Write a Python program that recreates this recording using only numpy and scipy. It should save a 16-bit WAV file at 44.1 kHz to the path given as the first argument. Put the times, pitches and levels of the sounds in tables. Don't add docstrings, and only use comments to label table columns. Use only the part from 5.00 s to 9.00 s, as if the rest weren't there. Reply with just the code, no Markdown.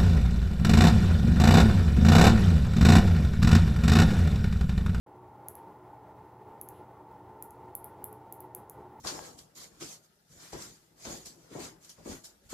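import sys
import numpy as np
from scipy import signal
from scipy.fft import rfft, irfft
from scipy.io import wavfile

SR = 44100
rng = np.random.default_rng(int(sys.argv[2]) if len(sys.argv) > 2 else 0)


def transcribe(signal):
    frames = np.atleast_2d(signal).T
    limited = np.clip(frames, -1, 1)
    pcm = np.round(limited * 32767).astype(np.int16)
    wavfile.write(sys.argv[1], SR, pcm)


N = 176400


def from_db(db):
    return 10 ** (np.asarray(db) / 20)


def at_hz(points, hz):
    knots_hz, values = np.transpose(points)
    return np.interp(np.log(hz + 1e-3), np.log(knots_hz), values)


def noise(density):
    hz = np.arange(N // 2 + 1) * SR / N
    return irfft(rfft(rng.standard_normal(N)) * density(hz) * np.sqrt(SR / 2), N)


def narrowband(centre_hz, width_hz):
    x = noise(lambda hz: 1 / (1 + ((hz - centre_hz) / width_hz) ** 2))
    return x / x.std()


def add(out, x, start_s):
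    i = int(np.clip(round(start_s * SR), 0, len(out) - 1))
    out[i:i + len(x)] += x[:len(out) - i]


def room_ripple_db(hz, depth_db=1.84, spacing_hz=14, corner_hz=3500):
    knots = np.arange(0, SR / 2, spacing_hz)
    spread_db = depth_db / (1 + (hz / corner_hz) ** 2)
    return spread_db * np.interp(hz, knots, rng.standard_normal(len(knots)))


def fan(air_db=-76, top_hz=15800, hum_hz=120.2, hum_db=-64, flutter_hz=8):
    # f/Hz, level/dB re air_db
    air_spectrum = [(20, -26.5), (35, -24), (55, -12.5), (75, -8), (95, -9.5), (145, -7), (200, -10),
                    (265, -14.5), (330, -12.5), (400, -6.5), (470, -11.5), (560, -12), (670, -9.5),
                    (750, -10.5), (830, -0.14), (920, -1.74), (980, -9), (1100, -14.5), (1220, -18),
                    (1400, -18.5), (1560, -28.5), (2000, -26.5), (2400, -33.5), (3200, -38), (5000, -43.5),
                    (8500, -46.5), (10500, -43.5), (15500, -43.5)]
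    # f/Hz, half-width/Hz, rms level/dB before the drift
    fan_tones = [(93.3, 5.7, -67.5), (226, 6, -75.5), (301.8, 11.4, -64), (365.1, 7.3, -60.5),
                 (429.1, 10, -65.5), (500, 4.6, -70.5), (627.3, 8.3, -70), (712, 12, -78.5),
                 (782, 11, -66.5), (846.4, 10, -62.5), (907.4, 5, -61), (1018, 9.8, -71),
                 (1125, 3.2, -74.5), (1392, 10, -80), (1500, 6.9, -81), (1660, 6.9, -87.5),
                 (1816, 9.1, -83.5)]
    # t/s, level/dB
    drift = [(0, -2.5), (.35, -1), (.6, 1), (1.1, 0), (1.7, 0), (2.1, 0.36), (2.4, -1), (2.8, .5),
             (3.2, 0.9), (3.4, -1), (3.7, .5), (4, 1)]
    t = np.arange(N) / SR
    air = noise(lambda hz: from_db(air_db + at_hz(air_spectrum, hz) + room_ripple_db(hz)) * (hz < top_hz))
    tones = sum(from_db(db) * narrowband(hz, width) for hz, width, db in fan_tones)
    hum = from_db(hum_db) * np.sqrt(2) * np.sin(2 * np.pi * hum_hz * t)
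    flutter_db = narrowband(0, flutter_hz)
    level_db = np.interp(t, *np.transpose(drift)) + flutter_db
    return (air + tones) * from_db(level_db) + hum


def microphone_hiss(density_db=-123, low_hz=3120, top_hz=15800):
    hiss = noise(lambda hz: from_db(density_db) * (hz < top_hz))
    highpass = signal.butter(4, low_hz, "high", fs=SR, output="sos")
    return signal.sosfilt(highpass, hiss) * [[1], [-1]]


def pulse(spectrum_db):
    cepstrum = irfft(np.log(from_db(spectrum_db)))
    half = len(cepstrum) // 2
    cepstrum[1:half] *= 2
    cepstrum[half + 1:] = 0
    return irfft(np.exp(rfft(cepstrum)))


def ring(x, hz, t60):
    r = from_db(-60 / (t60 * SR))
    w = 2 * np.pi * hz / SR
    return signal.lfilter([1, -r * np.cos(w)], [1, -2 * r * np.cos(w), r * r], x + 1e-18)


def sparks(body_width_hz=1070, top_hz=14500, top_width_hz=990, size=1024):
    # t/s, level/dB, body f/Hz, body gain/dB, top gain/dB,
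    # lead/ms of a smaller, inverted first discharge, its amplitude ratio
    discharges = [(0.485, -6.5, 6840, 4, -5, .13, 0.1), (0.5536, -14.5, 7000, -2, -4, 0, 0),
                  (1.6139, -10, 7600, -6, -2, .218, .85), (1.688, -15.5, 6640, 6, 6, 0, 0),
                  (2.425, -10, 7200, 4, 1, .62, 0.44), (2.5072, -21.5, 6800, 8, -10, 0, 0.05),
                  (2.7523, -2, 5950, -12.5, -1, 0, 0), (2.8438, -10, 6750, -17, 1, 0, 0),
                  (3.0422, -3.5, 6100, -12, 1, 0, 0.03), (3.1287, -20, 6800, -7, -2, 0, 0.02),
                  (3.3252, -10.5, 7400, 0.5, 3, 0.43, 0), (3.4053, -16.5, 7200, -8, 6, 0, 0),
                  (3.5494, -7, 7400, 1.5, 1, 0, 0.02), (3.6977, -15, 6800, 8.5, 4, 0.31, 0)]
    # f/Hz, level/dB
    snap_spectrum = [(200, -53), (2500, -30.5), (4800, -29.5), (6600, -19), (8500, -18), (9500, -16),
                     (10400, -1.5), (12000, -2), (13800, -2), (15200, -11), (16500, -18.5)]
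    # f/Hz, relative level/dB, T60/s
    modes = [(10400, -21.5, 0.0081), (11900, -23, .004), (13600, -32, .004)]
    snaps = np.zeros(N)
    hz = np.fft.rfftfreq(size, 1 / SR)
    top = np.exp(-.5 * ((hz - top_hz) / top_width_hz) ** 2)
    for time_s, db, body_hz, body_db, top_db, lead_ms, ratio in discharges:
        body = np.exp(-.5 * ((hz - body_hz) / body_width_hz) ** 2)
        snap = pulse(db + at_hz(snap_spectrum, hz) + body_db * body + top_db * top)
        lead_s = lead_ms / 1000
        delay = np.exp(-2j * np.pi * hz * lead_s)
        pair = irfft(rfft(snap) * (delay - ratio))
        add(snaps, pair[:size // 2], time_s - lead_s)
    return snaps + sum(from_db(db) * ring(snaps, mode_hz, t60) / 4 for mode_hz, db, t60 in modes)


def room(x, scatter_db=-15, scatter_t60_s=.012, tail_db=-11):
    # delay t/ms, level/dB
    echoes = [(.4, -24), (1.25, -9.5), (1.7, -19), (7.4, -25.5), (18.1, -22)]
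    response = from_db(tail_db) * reverberation()
    t = np.arange(len(response)) / SR
    scatter = rng.standard_normal(len(t)) * from_db(-60 * t / scatter_t60_s)
    response += from_db(scatter_db) * scatter / np.linalg.norm(scatter)
    response[0] += 1
    for ms, db in echoes:
        add(response, from_db([db]), ms / 1000)
    return signal.fftconvolve(x, response)[:N]


def reverberation(delay_s=.0051, build_s=.0058, bands=12):
    # f/Hz, relative level/dB
    colour = [(3000, -4), (6500, -3), (8400, -1), (9400, 6.5), (10400, -2), (12000, -1.5), (15300, -4.5),
              (16300, -11)]
    # f/Hz, T60/s
    decay_times = [(3000, 0.17), (8000, 0.18), (11000, .175), (15500, 0.14)]
    t = np.arange(SR // 2) / SR
    age = np.maximum(t - delay_s, 0)
    hz = np.fft.rfftfreq(len(t), 1 / SR)
    spectrum = rfft(rng.standard_normal(len(t))) * from_db(at_hz(colour, hz))
    centres_hz, step_hz = np.linspace(500, 17000, bands, retstep=True)
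    tail = np.zeros(len(t))
    for centre in centres_hz:
        triangle = np.maximum(1 - abs(hz - centre) / step_hz, 0)
        band = irfft(spectrum * triangle, len(t))
        tail += band * from_db(-60 * age / at_hz(decay_times, centre))
    tail *= np.sqrt(1 - np.exp(-age / build_s))
    return tail / np.linalg.norm(tail)


def finger():
    # centre t/s, standard deviation/s, peak density level/dB
    rubs = [(.585, 0.0076, -110), (1.766, 0.029, -109)]
    # f/Hz, level/dB re the swell
    rub_spectrum = [(1000, -33), (2500, 5), (3500, 0), (5500, -17), (9000, -11), (10800, 7), (15000, -20)]
    t = np.arange(N) / SR
    swell = sum(from_db(db) * np.exp(-.5 * ((t - centre) / width) ** 2) for centre, width, db in rubs)
    return swell * noise(lambda hz: from_db(at_hz(rub_spectrum, hz)))


def scene():
    taps = room(sparks()) + finger()
    return fan() + microphone_hiss() + taps


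def record(dry, start_s=.0614, fade_s=.0078, cutoff_hz=16300):
    opening = np.clip((np.arange(N) / SR - start_s) / fade_s, from_db(-56), 1)
    lowpass = signal.ellip(10, .1, 70, cutoff_hz, fs=SR, output="sos")
    return signal.sosfilt(lowpass, dry * opening)


dry = scene()
out = record(dry)
transcribe(out)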